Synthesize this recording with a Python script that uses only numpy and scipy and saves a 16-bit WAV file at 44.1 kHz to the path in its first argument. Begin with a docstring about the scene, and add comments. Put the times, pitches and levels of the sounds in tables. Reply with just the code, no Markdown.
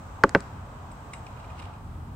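"""An open field, where two archers loose their compound bows a tenth of a second apart.
Each shot is a crack and a short falling twang; milliseconds later the string knocks on its stop and
the bow thuds. A nearby wall returns a thin echo. Gear clicks softly as the bows are lowered and arrows
rustle in the quivers. Distant traffic rumbles throughout, with a light breeze on the microphone."""
import sys
import numpy as np
from scipy import signal
from scipy.io import wavfile

SR = 44100
rng = np.random.default_rng(int(sys.argv[2]) if len(sys.argv) > 2 else 0)


def file_out(sig):
    """Save sig as 16-bit WAV at sys.argv[1]."""
    # one column per channel
    cols = np.atleast_2d(sig).T
    # limit, then scale
    lim = np.clip(cols, -1, 1)
    pcm = np.round(lim * 32767).astype(np.int16)
    wavfile.write(sys.argv[1], SR, pcm)


N = 94815
T = np.arange(N) / SR


def from_db(db):
    """Decibels to gain."""
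    return 10 ** (np.asarray(db) / 20)


def rms_one(x):
    """Scale to rms 1."""
    return x / np.sqrt(np.mean(x ** 2) + 1e-20)


def at_hz(points, hz):
    """Read a table on a log-frequency axis."""
    freqs, values = np.transpose(points)
    return np.interp(np.log(hz), np.log(freqs), values)


def fader(points):
    """Gain over time from (time [s], level [dB]) rows."""
    return from_db(np.interp(T, *np.transpose(points)))


def pan(db):
    """Stereo gains that put the left channel db above the right."""
    return from_db(db * np.array([[.5], [-.5]]))


def cut(x, hz, kind, order=2):
    """Butterworth low- or high-pass."""
    return signal.sosfilt(signal.butter(order, hz, kind, fs=SR, output="sos"), x + 1e-18)


def resonance(x, hz, width_hz):
    """Two-pole resonance with gain 1 at its peak."""
    r = np.exp(-np.pi * width_hz / SR)
    feedback = [1, -2 * r * np.cos(2 * np.pi * hz / SR), r * r]
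    return signal.lfilter(np.array([1, 0, -1]) * (1 - r * r) / 2, feedback, x + 1e-18)


def decay(start, t60):
    """Envelope that jumps to 1 at start and falls 60 dB every t60 seconds."""
    age = np.maximum(T - start, 0)
    return (T >= start) * np.exp(-np.minimum(np.log(1000) * age / t60, 40))


def ring(start, hz, t60, sag=1e-6):
    """A struck sine whose pitch sinks as hz / (1 + sag * age)."""
    age = np.maximum(T - start, 0)
    return decay(start, t60) * np.sin(2 * np.pi * hz * np.log1p(sag * age) / sag)


def struck(start, modes):
    """A blow sets a table of modes ringing in alternating polarity."""
    return sum((-1) ** k * from_db(db) * ring(start, hz, t60) for k, (hz, db, t60) in enumerate(modes))


# Stereo width of the outdoor noise: (frequency [Hz], side minus mid [dB])
STEREO_WIDTH = [(60, -18), (110, -23.5), (200, -16.5), (380, -9.5), (700, -6.5), (1290, 0.5), (2380, -0.5),
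                (4400, 0.5), (8120, 0), (15000, 0)]
def noise_bands():
    """A bank of stereo noise in third octaves: centres and signals."""
    edges = 20 * 2 ** (np.arange(30) / 3)
    centres = np.sqrt(edges[1:] * edges[:-1])
    white = rng.standard_normal((2, 2, N + 8000))
    bands = []
    for k, hz in enumerate(centres):
        bandpass = signal.butter(2, edges[k:k + 2], "band", fs=SR, output="sos")
        mid, side = signal.sosfilt(bandpass, white[k % 2])[:, -N:]
        width = from_db(at_hz(STEREO_WIDTH, hz))
        bands.append((mid + width * side * [[1], [-1]]) / np.hypot(1, width))
    return centres, np.array(bands)


def coloured(bank, spectrum):
    """Stereo noise with the given spectrum, rms 1."""
    centres, bands = bank
    return rms_one(np.tensordot(from_db(at_hz(spectrum, centres)), bands, 1))


# Low end of the traffic: (frequency [Hz], relative level [dB])
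RUMBLE_EQ = [(20, -41), (35, -3), (55, 0), (90, 2.5), (140, -4.5), (220, -10), (330, -21.5), (600, -52)]
# The rumble swells near the end: (time [s], level [dB])
RUMBLE_FADER = [(0, -43), (.5, -41.5), (1.1, -42.5), (1.72, -42.5), (1.85, -39), (2.15, -39)]
# Midrange wash of the traffic: (frequency [Hz], relative level [dB])
WASH_EQ = [(200, -26), (400, -7), (650, -2.5), (900, 1), (1200, -1.5), (1800, -15.5), (3000, -21.5),
           (4500, -30.5), (9000, -60.5)]
# The wash drops back near the end: (time [s], level [dB])
WASH_FADER = [(0, -46.5), (.5, -46.5), (.9, -47), (1.7, -45.5), (1.82, -50.5), (2.15, -51)]
def traffic(bank):
    """Distant traffic lays a bed of low rumble and midrange wash."""
    rumble = fader(RUMBLE_FADER) * coloured(bank, RUMBLE_EQ)
    return rumble + fader(WASH_FADER) * coloured(bank, WASH_EQ)


# Airy top of the ambience: (frequency [Hz], relative level [dB])
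AIR_EQ = [(2500, -5), (4500, -3.5), (6500, 9), (8000, 5), (9000, -17.5), (10500, -10), (16000, -1)]
# The hiss wavers and eases off: (time [s], level [dB])
AIR_FADER = [(0, -65.5), (.6, -69.5), (1.2, -66.5), (1.7, -72), (1.9, -74.5), (2.15, -74)]
def air(bank):
    """A faint, bright hiss hangs over the field."""
    return fader(AIR_FADER) * coloured(bank, AIR_EQ)


def breeze(level_db=-63, top_hz=55):
    """A light breeze flutters on each microphone port independently."""
    return from_db(level_db) * rms_one(cut(rng.standard_normal((2, N)), top_hz, "low", order=3))


# Tone of the shaking bow: (frequency [Hz], relative level [dB])
SHUDDER_EQ = [(50, -12), (300, 5.5), (800, -14), (1700, 0.5), (2600, -6.5), (4000, -16), (8000, -20),
              (16000, -44)]
# How long the shake lasts: (frequency [Hz], t60 [s])
SHUDDER_DECAY = [(100, 0.12), (400, 0.13), (1000, 0.058), (2500, 0.03), (8000, 0.013)]
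def shudder(bank, start):
    """Limbs and fittings shake in a dull burst of noise; the treble dies first."""
    centres, bands = bank
    parts = from_db(at_hz(SHUDDER_EQ, centres))[:, None] * bands.mean(axis=1)
    burst = sum(part * decay(start, at_hz(SHUDDER_DECAY, hz)) for hz, part in zip(centres, parts))
    return burst / parts.sum(axis=0).std()


# The two shots: (time [s], twang pitch [Hz], twang level [dB], twang t60 [s], low-pass [Hz],
# shudder level [dB], echo level [dB], echo low-pass [Hz])
SHOTS = [(0.2371, 1610, 1, 0.017, 13000, -21, -21, 10400),
         (0.3493, 1643, -6, 0.029, 6560, -21.5, -28.5, 6700)]
# Bright attack of the first bow: (pitch [Hz], level [dB], t60 [s])
FIRST_CRACK = [(1826, -27, 0.032), (2230, -17.5, 0.009), (4330, -18.7, 0.0078), (7400, -27, 0.0074),
               (8740, -31, 0.0037)]
# Darker attack of the second bow: (pitch [Hz], level [dB], t60 [s])
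SECOND_CRACK = [(1090, -5, 0.0038), (2270, -14.5, 0.016), (2683.0, -19, 0.02), (5370, -21.5, 0.0037)]
def releases(bank, sag_per_s=48.6):
    """Each bow cracks and shudders; its twang dives in pitch as the string goes slack."""
    out = 0
    for shot, crack in zip(SHOTS, (FIRST_CRACK, SECOND_CRACK)):
        start, hz, twang_db, t60, top_hz, shudder_db, *_ = shot
        twang = from_db(twang_db) * ring(start, hz, t60, sag_per_s)
        shake = from_db(shudder_db) * shudder(bank, start)
        out += cut(twang + struck(start, crack) + shake, top_hz, "low", order=3)
    return out


# Tone of the field's reverb tail: (frequency [Hz], relative level [dB])
SCATTER_EQ = [(300, 4), (1500, 9.5), (3000, -9), (7000, -10.5), (9000, -24), (11000, -27), (16000, -37)]
def field_scatter(bank, level_db=-44.5, t60=0.7):
    """The field scatters each shot back as a faint tail of noise."""
    tails = sum(decay(start, t60) for start, *_ in SHOTS)
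    return from_db(level_db) * tails * coloured(bank, SCATTER_EQ)


# String hits and rebounds on the stops: (time [s], level [dB], pitch [Hz], t60 [s])
STOP_KNOCKS = [(0.2405, -3.5, 1173, 0.02), (0.2458, -17.9, 1540, 0.017), (0.3536, -2.5, 623.0, 0.0072),
               (0.3576, -11.5, 1620, 0.0055), (0.3627, -6.5, 504, 0.0081)]
# Body modes of the first bow: (pitch [Hz], level [dB], t60 [s])
FIRST_THUD = [(85, -41, 0.096), (131, -26, 0.066), (206, -20.5, 0.084), (298, -26, .08), (392, -7.5, .036),
              (549, -13, 0.063), (876, -9, .029), (1140, -31.5, .045)]
# Body modes of the second bow: (pitch [Hz], level [dB], t60 [s])
SECOND_THUD = [(154.4, -22.5, 0.11), (182, -22, 0.1233), (276, -14, 0.038), (406, -12, 0.0607),
               (560, -13, 0.052), (926, -23.5, 0.058), (1503, -12, 0.021)]
def string_stops(thud_delay_s=.003, top_hz=2760):
    """Each string knocks on its stop and the bow thuds; the soft rubber dulls both."""
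    knocks = sum(from_db(db) * ring(start, hz, t60) for start, db, hz, t60 in STOP_KNOCKS)
    thuds = sum(struck(start + thud_delay_s, body)
                for (start, *_), body in zip(SHOTS, (FIRST_THUD, SECOND_THUD)))
    return cut(knocks + thuds, top_hz, "low", order=3)


# Resonant peaks that thin out the slapback: (frequency [Hz], gain [dB], width [Hz])
ECHO_PEAKS = [(1570, -1, 850), (4530, -6, 1200), (6900, -5.5, 960), (7920, 1.5, 630)]
def wall_echo(delay_s=.0565, t60=.005, click_db=17, spread=.35, wall_top_hz=8900):
    """A nearby wall slaps each shot back as a thin, bright tick with a puff of noise."""
    out = 0
    for start, *_, echo_db, top_hz in SHOTS:
        arrival = start + delay_s
        noise = rng.standard_normal(N) + spread * rng.standard_normal((2, N))
        click = from_db(click_db) * (np.arange(N) == int(arrival * SR))
        burst = click + noise * decay(arrival, t60)
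        slap = sum(from_db(db) * resonance(burst, hz, width_hz) for hz, db, width_hz in ECHO_PEAKS)
        out += from_db(echo_db) * pan(db=-3) * cut(slap, top_hz, "low")
    return cut(out, wall_top_hz, "low", order=3)


GEAR_TOP_HZ = 8900
# Ring of arrows and fittings: (pitch [Hz], relative level [dB], t60 [s])
GEAR_MODES = [(2160, -8.5, 0.013), (2450, -5.5, 0.015), (2780, -6.5, 0.02), (3830, -11, 0.015),
              (5170, -13, 0.02), (7760, -10, 0.0089), (8430, -16.5, 0.0077)]
def gear_ring(force, pitch_hz, tick_db=-7, boost_db=10, boost_octaves=0.15):
    """A scuff ticks and rings the gear; the point of contact favours the modes near one pitch."""
    sound = from_db(tick_db) * cut(force, hz=2160, kind="high")
    for hz, mode_db, t60 in GEAR_MODES:
        width_hz = np.log(1000) / (np.pi * t60)
        focus_db = boost_db * np.exp(-(np.log2(hz / pitch_hz) / boost_octaves) ** 2)
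        makeup = .5 * np.sqrt(SR / (np.pi * width_hz))   # narrow modes catch less of the noise
        sound += makeup * from_db(mode_db + focus_db) * resonance(force, hz, width_hz)
    return sound


# Handling clicks: (time [s], level [dB], length [s], favoured pitch [Hz], left minus right [dB])
GEAR_CLICKS = [(0.915, -50.5, 0.0077, 7800, 1), (1.134, -37, 0.0071, 2080, -3.5),
               (1.1363, -35.5, 0.0042, 8230, 0), (1.266, -44.5, 0.0048, 2440, -3),
               (1.371, -58, .01, 2480, -8), (1.397, -54.5, 0.011, 2700, -2), (1.441, -55, 0.011, 2430, -7),
               (1.501, -53.5, 0.0084, 2400, -5), (1.58, -56.5, 0.017, 2780, -6),
               (1.592, -44, 0.013, 2750, -3.5), (1.621, -48, 0.0077, 2550, -6),
               (1.651, -53, .009, 2550, -8), (1.736, -57, .006, 2500, -4)]
def gear_clicks(scatter_db=-14, scatter_t60=0.27, lag_s=.00006):
    """Arrows and fittings scuff as the bows are lowered, each click trailing a soft stereo tail."""
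    out = np.zeros((2, N))
    for start, db, length, pitch_hz, pan_db in GEAR_CLICKS:
        touch = (T >= start) * np.exp(-np.clip((T - start) / length, 0, 2) ** 4)
        scuff = rng.standard_normal(N) * touch
        tail = from_db(scatter_db) * rng.standard_normal((2, N)) * decay(start, scatter_t60)
        out += from_db(db) * pan(pan_db) * gear_ring(scuff + tail, pitch_hz)
    left, right = cut(out, GEAR_TOP_HZ, "low", order=4)
    # The gear is off to one side and reaches the right port later.
    return np.array([left, np.interp(T - lag_s, T, right)])


# The rustle builds to one brief peak: (time [s], level [dB])
RUSTLE_FADER = [(0, -86), (1.25, -79), (1.38, -65.5), (1.55, -65), (1.61, -53), (1.68, -64.5), (1.8, -82),
                (2.15, -90)]
def quiver_rustle(grains_per_s=900):
    """Arrows shift in the quivers, their shafts making dense tiny contacts."""
    grains = (rng.random(N) < grains_per_s / SR) * rng.standard_normal((2, N))
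    shafts = resonance(grains, hz=2700, width_hz=1020)
    return fader(RUSTLE_FADER) * rms_one(cut(shafts, GEAR_TOP_HZ, "low"))


def port_resonance(stereo, ring_db=4.5):
    """The left microphone port rings, adding a narrow treble peak."""
    left, right = stereo
    return np.array([left + from_db(ring_db) * resonance(left, hz=8160, width_hz=680), right])


def scene():
    """The bows in the middle, the gear to one side, the field around them."""
    bank = noise_bands()
    handling = gear_clicks()
    ambience = traffic(noise_bands()) + air(noise_bands()) + breeze()
    around = port_resonance(ambience + handling + quiver_rustle())
    return releases(bank) + field_scatter(bank) + string_stops() + wall_echo() + around


def record(dry):
    """The deep bass is lost, the loudest peaks are rounded off and the top is cut."""
    low_hz, ceiling, stopband_hz = 30, 1.02, 16500
    trimmed = cut(dry, low_hz, "high")
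    rounded = trimmed / (1 + (trimmed / ceiling) ** 4) ** (1 / 4)
    return signal.sosfilt(signal.cheby2(16, 60, stopband_hz, fs=SR, output="sos"), rounded)


dry = scene()
out = record(dry)
file_out(out)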